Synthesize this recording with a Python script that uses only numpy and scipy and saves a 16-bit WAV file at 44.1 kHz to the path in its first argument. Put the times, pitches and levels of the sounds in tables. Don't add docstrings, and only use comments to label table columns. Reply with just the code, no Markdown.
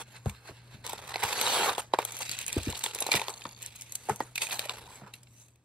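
import sys
import numpy as np
from scipy import signal
from scipy.fft import rfft, irfft, next_fast_len
from scipy.io import wavfile
from scipy.ndimage import uniform_filter1d, map_coordinates

SR = 44100
rng = np.random.default_rng(int(sys.argv[2]) if len(sys.argv) > 2 else 0)


def wav_record(signal):
    frames = np.transpose(np.atleast_2d(signal))
    bounded = np.clip(frames, -1, 1)
    quanta = np.round(bounded * 32767).astype(np.int16)
    wavfile.write(sys.argv[1], SR, quanta)


def volts_from_decibels(level):
    exponent = np.asarray(level, float) / 20
    return 10 ** exponent


N = 248812
PALM_OFF_S = 0.84

# (frequency [Hz], rms level [dB])
HUM = [(119.5, -59.5)]
# (time [s], level [dB])
ROOM_FADE = [
    (0, 3),
    (5.0, -1.5),
    (5.3, -4.5),
    (5.64, -9.5),
]
# (time [s], peak [dB], sway [dB], slap [dB], slap pitch [Hz])
THUMPS = [(0.256, -17, -9, -27, 497), (0.493, -42.5, -5, 14, 384), (0.74, -35, -33, -32, 213),
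          (1.235, -34.5, -7, -6, 490), (2.564, -30, 5, 19.5, 297), (2.6705, -25.5, -3.5, 13.5, 274),
          (3.143, -25.5, -16, 11.5, 400), (3.454, -41.5, -13, 15.5, 250), (4.101, -23.5, -20, -1, 413),
          (4.203, -37.5, -31, 16, 286), (5.02, -35, -34, 5, 210)]
# (time [s], peak [dB], pitch [Hz], decay t60 [s])
KNOCKS = [(0.26, -21, 478, 0.0042), (0.933, -24.5, 835, 0.0083), (1.141, -34, 885, 0.0054),
          (1.158, -22.5, 780, 0.0075), (1.233, -40, 385, 0.0088), (1.229, -26, 950, 0.0093),
          (1.327, -29, 970, 0.02), (1.473, -21, 1060, 0.0053), (1.781, -18.5, 826, 0.0051),
          (1.937, -9, 876, 0.006), (1.988, -10.5, 907, 0.0054), (2.566, -23.5, 402, 0.021),
          (2.731, -32, 920, 0.008), (2.84, -29.5, 938, 0.014), (2.862, -26.5, 880, 0.011),
          (2.958, -33.5, 500, 0.0088), (3.019, -25, 806, 0.0018), (3.065, -25.5, 870, 0.0072),
          (3.089, -21.5, 764, 0.0029), (3.118, -28.5, 870, 0.017), (3.143, -22, 830, 0.0024),
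          (3.194, -33.5, 795, 0.017), (3.216, -21.5, 920, 0.0093), (3.283, -23.5, 934, 0.0038),
          (3.454, -24, 1100, 0.0045), (4.088, -22.5, 767, 0.012), (4.097, -27, 1200, 0.0093),
          (4.095, -18, 833, 0.033), (4.205, -17, 880, 0.01), (4.694, -25.5, 1170, 0.0029)]
# (frequency [Hz], width [Hz], level [dB])
BOX_MODES = [(459, 144, 1.5), (892, 186, 4.5), (1390, 830, -5)]
# (frequency [Hz], level [dB])
DISC_PARTIALS = [(3550, -2.5), (4500, 0), (6800, 3)]
# (frequency [Hz], width [Hz], level [dB])
PALM_MODES = [(1580, 160, -1), (2180, 130, -4), (2620, 120, -2), (4250, 200, -3), (5170, 100, -11)]
# (frequency [Hz], level [dB])
BEAD_TONE = [(1200, -8), (1700, -2.5), (2500, 5), (3050, 2.5), (3950, 4.5), (5500, -5), (7000, -21.5)]
# (frequency [Hz], level [dB])
CHAIN_TONE = [(4500, -38), (6000, -1), (8500, -2.5), (10500, -1.5), (13000, -11.5), (15700, -16),
              (16200, -43)]
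# (time [s], peak [dB], sparkle over it [dB],
# pitch [Hz])
LINK_SNAPS = [(0.6799, -53, -14, 4290), (0.854, -39, -3, 2200), (0.8763, -31, -3, 3530),
              (0.9908, -42, -7, 1570), (1.1078, -39, -8, 1870), (1.1812, -33, -14, 2090),
              (1.234, -23, -4, 2430), (1.2563, -33, 4, 2500), (1.3911, -25, -12, 2500),
              (1.475, -23, -9, 2650), (1.6998, -30, 0, 1570), (1.7229, -35, 0, 2760),
              (1.7895, -31, 0, 3380), (2.0407, -45, 7, 3730), (2.0837, -43, 5, 2330),
              (2.1099, -42, 2, 4090), (2.1769, -37, 3, 3360), (2.1898, -39, 9, 2630),
              (2.2059, -37, -4, 2800), (2.2301, -29, -4, 4670), (2.2819, -38, 1, 3900),
              (2.322, -29, -5, 4520), (2.33, -30, -9, 2350), (2.4188, -33, -4, 2690), (2.428, -40, 6, 6220),
              (2.4435, -34, -8, 2760), (2.494, -33, -1, 2540), (2.6146, -45, 8, 4110),
              (2.6827, -34, -9, 2710), (2.7487, -32, -11, 4330), (2.8468, -31, 3, 4690),
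              (2.889, -41, 6, 5210), (2.9108, -35, -8, 3680), (2.9378, -45, 4, 3700),
              (2.9599, -32, -3, 3680), (3.043, -42, 8, 3790), (3.0797, -35, 2, 4110),
              (4.0872, -44, 7, 3450), (4.111, -39, -5, 1960), (4.5562, -39, 2, 6090),
              (4.618, -38, -1, 4050), (4.626, -37, -4, 3980), (4.7065, -34, -7, 3510),
              (4.7181, -38, -4, 2910), (4.7705, -48, -9, 1740), (4.8594, -46, -9, 3850),
              (4.8754, -52, 3, 1810), (4.9054, -51, 4, 3880), (5.1088, -58, -11, 1770),
              (5.1622, -50, -7, 4460),
              (3.110, -31, -2, 2400), (3.131, -24, -6, 2300), (3.177, -27, -8, 2100),
                  (3.241, -36, -6, 2500), (3.301, -36, 0, 4500), (3.328, -50, 9, 4000),
                  (3.342, -50, 9, 4200), (3.361, -48, 8, 4000), (3.378, -48, 7, 4300),
                  (3.441, -46, 6, 4300), (3.468, -42, -8, 2000), (3.492, -48, 6, 4300),
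                  (0.35, -52, -8, 2400), (0.55, -52, -10, 1700), (0.575, -52, -10, 1600)]
# (time [s], peak [dB], pitch [Hz], decay t60 [s])
PINGS = [(2.951, -33, 10800, .03), (3.005, -22, 10600, .05), (2.866, -38, 10300, .06),
         (2.050, -24, 11700, .012), (2.189, -30, 11500, .012), (2.65, -40, 6200, .05),
         (3.024, -38, 6200, .03), (2.481, -34, 2550, .05), (2.529, -28, 7950, .015),
         (4.206, -34, 1895, .07), (4.204, -24, 1300, .008), (4.098, -23, 420, .064),
         (4.098, -33, 1750, .03), (4.469, -34, 2490, .04), (1.794, -29, 900, .02), (3.301, -33, 900, .015),
         (0.263, -35, 600, .035), (1.68, -24, 1100, .04), (4.54, -32, 700, .03), (4.359, -30, 2560, .025),
         (4.422, -28, 8200, .015), (4.528, -34, 6000, .07), (4.421, -30, 900, .02), (4.658, -33, 600, .03),
         (4.707, -33, 1000, .03), (4.858, -47, 1000, .02), (4.878, -41, 950, .03), (4.905, -42, 1000, .03),
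         (5.019, -41, 700, .03), (5.07, -44, 1000, .04), (1.695, -22, 1000, .03), (1.939, -24, 560, .025),
         (1.229, -22, 2100, .015), (0.991, -36, 800, .02), (5.233, -48, 7500, .012), (0.49, -40, 650, .03),
         (3.041, -32, 800, .015), (2.205, -32, 900, .02)]
# (time [s], peak [dB], sparkle [dB], ring pitch [Hz])
TICKS = [(0.2591, -37.5, -49, 1680), (0.8657, -30, -35, 3710), (1.159, -20, -44, 2190),
         (1.2377, -23, -33, 1940), (2.0511, -27.5, -28.5, 3350), (2.168, -32, -37, 3300),
         (2.2943, -20.5, -35, 4630), (2.3891, -24, -32, 2500), (2.4648, -33.5, -34, 2510),
         (2.5289, -23, -30, 3530), (2.702, -32, -36, 2880), (2.7262, -25.5, -46, 4100),
         (2.7931, -48, -36, 2570), (2.8626, -19, -40.5, 3500), (2.949, -29, -31, 5100),
         (2.9881, -29, -38, 2560), (3.0052, -34, -29, 3460), (3.1399, -11.5, -57, 2020),
         (3.1968, -23, -42.5, 2370), (3.2834, -22, -39, 3430), (3.6208, -37, -43.5, 1880),
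         (3.6626, -45, -36.5, 4130), (3.8208, -36.5, -38.5, 5060), (3.9228, -35.5, -34, 4270),
         (4.1607, -43, -40, 3810), (4.2048, -28.5, -44, 1680), (4.4698, -31, -40, 2490),
         (4.594, -14, -29, 3750), (4.6955, -17, -38.5, 2860)]
# (time [s], peak [dB], sparkle [dB], ring pitch [Hz])
CLACKS = [(0.2967, -30, -43, 2300), (0.8425, -36.5, -60, 3860), (0.932, -31.5, -39.5, 3440),
          (1.0779, -36.5, -48, 2550), (1.289, -26, -43, 2140), (1.4132, -16, -25.5, 3400),
          (1.466, -16, -38.5, 3870), (1.6932, -16.5, -42.5, 1550), (1.7506, -28, -47.5, 3360),
          (1.937, -18.5, -44, 3930), (1.9881, -20, -39, 2330), (2.122, -37, -38.5, 3300),
          (2.2204, -22.5, -41.5, 2730), (2.414, -30, -38.5, 2750), (2.481, -28, -32.5, 2570),
          (2.6329, -33, -40, 3350), (2.7533, -26, -58, 4580), (3.024, -19.5, -33, 3800),
          (3.1284, -20.5, -37.5, 2020), (3.2167, -22.5, -41, 3670), (3.4195, -31.5, -56.5, 3120),
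          (3.454, -29, -55, 1783), (3.8114, -44, -41, 5500), (3.9543, -27.5, -28.5, 4450),
          (4.096, -43.5, -37, 1650), (4.3795, -17, -35, 2410), (4.6556, -32, -42, 1880),
          (5.2325, -48.5, -54.5, 4780),
          (5.272, -47.5, -76, 2710),
    (5.485, -54, -64.5, 2590),
    (5.5582, -56, -68, 2520),
]
# (time [s], peak [dB], sparkle [dB], ring pitch [Hz])
SCUFFS = [(0.8954, -30, -37, 3580), (0.9812, -34, -49, 3560), (1.0932, -32, -45.5, 1810),
          (1.1412, -23.5, -48, 2000), (1.2237, -25, -54, 2030), (1.328, -19, -33, 2560),
          (1.7814, -24, -36, 3400), (2.019, -33, -47, 2600), (2.3149, -24.5, -34, 4640),
          (2.5815, -29, -40.5, 2700), (2.7736, -42, -40, 5600), (2.8389, -19, -28.5, 3640),
          (3.0663, -22, -32.5, 4070), (3.1173, -9.5, -27, 2360), (3.1534, -17, -30, 2320),
          (3.1614, -20, -29, 3890), (3.1698, -18.5, -44, 1920), (3.627, -36, -38.5, 2970),
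          (3.7589, -44, -44.5, 4080), (4.3573, -22.5, -33, 2580), (4.4083, -37, -53, 3720),
          (4.4193, -17.5, -31, 2580), (4.4324, -28, -35, 4400), (4.5101, -22.5, -53, 2660),
          (4.5249, -21.5, -47, 2440), (4.543, -30, -42, 4830), (5.1384, -33, -46, 2730)]
# (time [s], effort [dB], pressure on the cardboard [dB])
EFFORT = [(0.019, -44, 3), (0.044, -67, -1.5), (0.836, -67, -1.5), (0.849, -47, 4.5), (1.03, -55.5, 6),
          (1.539, -29.5, 0), (1.699, -37, 9.5), (1.759, -50.5, 8), (1.92, -71.5, -2), (2.0, -51.5, 5),
          (2.269, -44.5, -12), (3.05, -47.5, 0), (3.38, -58.5, 3), (4.33, -68.5, -10), (4.43, -51.5, -3.5),
          (4.71, -48.5, 3.5), (5.05, -71.5, 7.5), (5.64, -85.5, -7)]
# (peak time [s], fade, or minus the swell of a drag that stops short [s],
# beads [dB], cardboard over beads [dB], chains over beads [dB])
SHOVES = [(0.12, -0.12, -60, -12, -6), (0.165, -0.066, -53.5, 2, -2), (0.352, .06, -60, -4, -4),
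          (0.57, -0.12, -59, -3, -8), (4.125, .1, -66, -10, 13), (5.075, .05, -66, 17, -8),
          (3.4, .3, -70, -10, 14), (0.282, .1, -60, 12.5, 6.5), (0.492, -0.078, -50, 5.5, -3.5),
          (.745, -0.098, -54.5, -1, -6), (1.237, 0.023, -32.5, 10.5, -2.5), (1.29, 0.32, -42.5, 6, -1),
          (1.797, 0.028, -40, 5.5, 1.5), (1.942, 0.047, -73, 21.5, -10), (2.006, 0.16, -60.5, 21.5, -6.5),
          (2.215, 0.065, -43.5, 6, 7.5), (2.854, 0.044, -44, -1.5, 7), (3.14, 0.13, -39, 6.5, 1),
          (3.296, 0.041, -51, 13.5, 11), (3.66, -0.098, -47.5, -39, -5), (3.75, 0.48, -57.5, -29.5, -1.5),
          (4.065, -0.36, -59, -0.5, 3.5), (4.103, 0.063, -66.5, 31, 16), (4.212, 0.15, -60.5, 10, 6),
          (4.425, 0.078, -38.5, -3, -0.5), (4.528, 0.13, -42.5, 4, 4.5), (4.959, -0.15, -57, 2.5, 2.5),
          (5.03, .1, -76, 26.5, -11), (5.154, 0.076, -60.5, -2, 0), (5.42, -0.23, -66, -8, 8)]
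# (frequency [Hz], likeness [0-1])
PORT_LIKENESS = [(100, .985), (1000, .86), (1800, .68), (2800, .5), (4300, .75), (5400, .35), (7800, .88),
                 (16000, .9)]
# (frequency [Hz], left minus right [dB])
PORT_BALANCE = [(200, 1), (700, .8), (1300, -3.3), (2800, -3.3), (4200, 0), (5500, 2.5), (7000, 0)]
# (frequency [Hz], right leads by [rad])
PORT_LEAD = [(0, 0), (1500, 0), (3100, 1.7), (4200, .4), (5000, .6), (6400, 3.1), (8150, 0), (16300, -15.7)]


def unit(x):
    return x / np.sqrt(np.mean(x ** 2) + 1e-20)


def along(points, hz):
    f, v = np.transpose(points)
    return np.interp(np.log(hz + 1), np.log(f + 1), v)


def curves(rows):
    s, *cols = np.transpose(rows)
    return [np.interp(np.arange(N) / SR, s, c) for c in cols]


def wobble(rate):
    knots = rng.standard_normal(int(N * rate / SR) + 4)
    return map_coordinates(knots, [np.arange(N) * rate / SR])


def filtered(x, response):
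    m = next_fast_len(N + 8192)
    return irfft(rfft(x, m) * response(np.fft.rfftfreq(m, 1 / SR)), m)[..., :N]


def modes(rows):
    def response(f):
        return sum((-1) ** k * volts_from_decibels(db) * 1j * f * width / (hz * hz - f * f + 1j * f * width)
                   for k, (hz, width, db) in enumerate(rows))
    return response


def bead_tone(f):
    return volts_from_decibels(along(BEAD_TONE, f))


def chain_tone(f):
    return volts_from_decibels(along(CHAIN_TONE, f))


def hiss(response, patchy_db=0):
    noise = rng.standard_normal((2, N))
    if patchy_db:
        field = rng.standard_normal((257, -(-N // 256) + 1))
        field = uniform_filter1d(uniform_filter1d(field, 3, 0), 12, 1)
        bands = signal.stft(noise, nperseg=512)[2] * volts_from_decibels(patchy_db * unit(field))
        noise = signal.istft(bands, nperseg=512)[1][:, :N]
    return unit(filtered(noise, response))


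def swell(t, t60, rise):
    return (1 - np.exp(-(t / rise) ** 2)) * volts_from_decibels(-60 * np.clip(t - rise, 0, None) / t60)


def strike(hz, t60, rise, t):
    phase = np.array([[0], [rng.uniform(0, 2 * np.pi)]])
    return swell(t, t60, rise) * np.sin(2 * np.pi * hz * t + phase)


def add(track, s, burst):
    part = track[:, max(round(s * SR), 0):][:, :burst.shape[1]]
    part += burst[:, :part.shape[1]]


def room(effort_db):
    rumble_db, tremble_db = -61.5, -25
    calm_db = curves(ROOM_FADE)[0]
    t = np.arange(N) / SR
    hum = 0
    for hz, db in HUM:
        level = np.sqrt(2) * volts_from_decibels(db + 3 * wobble(9))
        hum = hum + level * np.sin(2 * np.pi * hz * t + 1.3 * wobble(7))
    rumble = volts_from_decibels(rumble_db + 3 * wobble(4)) * hiss(modes([(72, 72, 0)]))
    tremble = volts_from_decibels(effort_db + tremble_db) * hiss(modes([(210, 26, 0)]))
    return volts_from_decibels(calm_db) * (hum * [[1], [0]] + rumble) + tremble


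def thumps():
    t = np.arange(SR // 4) / SR
    out, shake = np.zeros((2, 2, N))
    t60 = 0.19
    for s, db, sway_db, slap_db, slap_hz in THUMPS:
        slap = strike(slap_hz, 0.016, 0.0049, t)
        boom = strike(130.3, 0.5 * t60, 0.0026, t) + 0.52 * strike(200, 0.68 * t60, 0.0061, t)
        sway = strike(85.8, 0.56 * t60, 0.0043, t) + 0.37 * strike(67.5, t60, 0.0092, t)
        add(out, s - 0.001, volts_from_decibels(db + slap_db - 5.5) * slap)
        add(shake, s + 0.009, volts_from_decibels(db + slap_db - 21.5) * swell(t, 0.094, 0.0073) * [[1], [1]])
        add(out, s + 0.004, volts_from_decibels(db - 5.5) * boom)
        add(out, s + 0.0091, volts_from_decibels(db + sway_db + 5) * sway)
    return out + shake * hiss(modes([(348, 250, 0)]))


def knocks():
    t = np.arange(SR // 10) / SR
    tock, mutter = np.zeros((2, 2, N))
    for s, db, hz, t60 in KNOCKS:
        swing = strike(hz, t60, 0.0028, t)
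        swing = swing + 0.28 * strike(0.54 * hz, 1.32 * t60, 0.0038, t)
        swing = swing + 0.098 * strike(2.3 * hz, t60, 0.00038, t)
        add(tock, s - 0.0012, volts_from_decibels(db + 4) * swing)
        add(mutter, s, volts_from_decibels(db - 15) * swell(t, 0.051, 0.0043) * [[1], [1]])
    return tock + mutter * hiss(modes(BOX_MODES))


def disc():
    start_s, first_gap_s, shrink = 3.339, 0.0372, 0.895
    peak_db, loss_db, t60 = -38.5, 1.1, 0.015
    out, t = np.zeros((2, N)), np.arange(SR // 40) / SR
    for k in range(14):
        ring = sum(volts_from_decibels(db + rng.normal(0, 2.3)) * strike(hz, t60, 0.00055, t) for hz, db in DISC_PARTIALS)
        bounce_s = start_s + first_gap_s * (1 - shrink ** k) / (1 - shrink)
        add(out, bounce_s, volts_from_decibels(peak_db - loss_db * k) * ring)
    return out


def palm(bead_db):
    over_beads_db, drowned_above_db = -2, -52
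    level_db = bead_db + over_beads_db - np.clip(bead_db - drowned_above_db, 0, None) + 3.5 * wobble(25)
    on_flap = np.arange(N) < PALM_OFF_S * SR
    return on_flap * volts_from_decibels(level_db) * hiss(modes(PALM_MODES))


def links():
    t60, rise, ping_rise = 0.008, 0.0007, 0.0009
    t = np.arange(SR // 20) / SR
    crack, sparkle, ring = np.zeros((3, 2, N))
    shape = swell(t, t60, rise) * [[1], [1]]
    for s, db, sparkle_db, hz in LINK_SNAPS:
        add(crack, s - rise, volts_from_decibels(db - 3.5) * shape)
        add(sparkle, s - rise, volts_from_decibels(db + sparkle_db - 1.5) * shape)
        add(ring, s - rise, volts_from_decibels(db - 3) * strike(hz, 1.6 * t60, rise, t))
    for s, db, hz, ping_t60 in PINGS:
        add(ring, s - ping_rise, volts_from_decibels(db) * strike(hz, ping_t60, ping_rise, t))
    return crack * hiss(bead_tone) + sparkle * hiss(chain_tone) + ring


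def clicks():
    lead = 0.0079
    t = np.arange(SR // 20) / SR
    crack, sparkle, ring = np.zeros((3, 2, N))
    kinds = ((TICKS, 0.0055, -3, 9),  # events, t60 [s], crack [dB], sparkle [dB]
             (CLACKS, 0.014, -6, 7),
             (SCUFFS, 0.022, -7, 5))
    for rows, t60, crack_gain_db, sparkle_gain_db in kinds:
        rise = 0.0008 + 0.1 * t60
        hit = swell(np.clip(t - lead, 0, None), t60, rise)
        scrape = 0.082 * swell(t, 0.12, lead)
        shape = (hit + scrape) * [[1], [1]]
        for s, db, sparkle_db, hz in rows:
            crack_level = volts_from_decibels(db + crack_gain_db)
            sparkle_level = volts_from_decibels(sparkle_db + sparkle_gain_db)
            add(crack, s - rise - lead, crack_level * shape)
            add(sparkle, s - rise - lead, sparkle_level * shape)
            add(ring, s - rise, volts_from_decibels(-2) * crack_level * strike(hz, 1.8 * t60, rise, t))
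            link_rings = sum(strike(f, 1.4 * t60, rise, t) for f in rng.uniform(5000, 15000, 3))
            add(ring, s - rise, volts_from_decibels(-9) * sparkle_level * link_rings)
    return crack * hiss(bead_tone, patchy_db=2) + sparkle * hiss(chain_tone, patchy_db=2) + ring


def stirring():
    chain_under_db = -3.5
    drop_db, edge = 21, 0.49
    t = np.arange(0, N / SR + 0.002, 0.001)
    s, effort_db, press_db = np.transpose(EFFORT)
    offsets_db = np.array([np.interp(t, s, press_db), 0 * t, 0 * t + chain_under_db])
    power = volts_from_decibels(2 * (np.interp(t, s, effort_db) + offsets_db))
    for peak, fade, db, box_db, chain_db in SHOVES:
        away = np.maximum((t - peak) / fade, (peak - t) / (edge * fade)) ** 1.13
        power = power + volts_from_decibels(2 * (db - drop_db * away + np.array([[box_db], [0], [chain_db]])))
    return curves(np.transpose([t, *(10 * np.log10(power))]))


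def grit(rate, spread_db, t60, blur):
    size = volts_from_decibels(2 * spread_db * rng.exponential(1, N).clip(0, 3))
    hit = (rng.random(N) < rate / SR) * size
    power = signal.lfilter([1], [1, -volts_from_decibels(-120 / (t60 * SR))], hit)
    return np.sqrt(np.abs(uniform_filter1d(power, max(round(blur * SR), 1))))


def tinkle(rate, life):
    draw, t = rng.random((int(rate * N / SR), 4)), np.arange(480) / SR
    hz = 1500 * 8 ** draw[:, 1:2]
    size = volts_from_decibels(-5 * np.log(draw[:, 2:3] + 0.012)) * np.exp(-t * np.sqrt(hz * 4000) / life)
    at = ((draw[:, :1] * N).astype(int) + np.arange(len(t))).ravel()
    rings = [size * np.sin(2 * np.pi * (hz * t + k * draw[:, 3:])) for k in (0, 1)]
    return unit(np.array([np.bincount(at, r.ravel(), N)[:N] for r in rings]))


def rummage(box_db, bead_db, chain_db):
    rush = 2.8 * np.clip((bead_db + 45.5) / 12, 0, 1)
    brush = 1.5 * (uniform_filter1d(bead_db, SR // 4) < -58)
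    steady = 0.45 + rush + brush
    contact = (steady + unit(grit(220, spread_db=2.5, t60=0.029, blur=0.002))) / (1 + steady)
    metal = tinkle(600, life=20)
    box = hiss(lambda f: modes(BOX_MODES)(f) * (f / (f + 400)), patchy_db=2.5)
    beads = hiss(bead_tone, patchy_db=3) + 0.25 * unit(filtered(metal, bead_tone))
    chain = hiss(chain_tone, patchy_db=4.5) + 0.58 * unit(filtered(metal, chain_tone))
    bead_db = bead_db + 0.8 - 3.5 * (np.arange(N) < PALM_OFF_S * SR)
    out = volts_from_decibels(box_db - 2) * unit(contact * box)
    out = out + volts_from_decibels(bead_db) * unit(contact * beads)
    return out + volts_from_decibels(chain_db + 1.5) * unit(contact * chain)


def scene():
    box_db, bead_db, chain_db = stirring()
    background = room(curves(EFFORT)[0]) + thumps() + knocks()
    pieces = disc() + palm(bead_db) + links() + clicks()
    return background + pieces + rummage(box_db, bead_db, chain_db)


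def thin_treble(pair, margin_db, quiet_db):
    both = np.array([pair[0] + pair[1], pair[0] - pair[1]]) / 2
    hz, _, z = signal.stft(both, SR, nperseg=2048, noverlap=1024)
    bands = (np.abs(z[:, :1024]) ** 2).reshape(2, 32, 32, -1).mean(2)
    under_partner = bands < volts_from_decibels(2 * margin_db) * bands[::-1]
    under_loudest = bands < volts_from_decibels(2 * quiet_db) * bands[:, 2:].max((0, 1))
    weak = np.repeat(under_partner | under_loudest, 32, 1)
    z[:, :1024] *= 1 - weak * (hz[:1024, None] > 4800)
    mid, side = signal.istft(z, SR, nperseg=2048, noverlap=1024)[1][:, :N]
    return np.array([mid + side, mid - side])


def band_limit(x):
    return signal.sosfilt(signal.butter(12, 17030, fs=SR, output="sos"), x)


def record(dry):
    def spread(f):
        angle = np.arccos(np.clip(along(PORT_LIKENESS, f), 0, 1)) / 2
        return np.array([np.cos(angle), np.sin(angle)])

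    def port_responses(f):
        lead = np.interp(f, *np.transpose(PORT_LEAD))
        phase = lead - 0.22 * np.sin(2 * lead)
        lag = np.exp(0.5j * phase) / volts_from_decibels(along(PORT_BALANCE, f) / 2)
        low_cut = f ** 2 / (f ** 2 + 45 ** 2)
        return np.array([1 / lag, lag]) * low_cut

    mid, side = filtered(dry, spread)
    ports = filtered(np.array([mid + side, mid - side]), port_responses)
    mix = thin_treble(ports, margin_db=-11.5, quiet_db=-25)
    return band_limit(mix)


dry = scene()
out = record(dry)
wav_record(out)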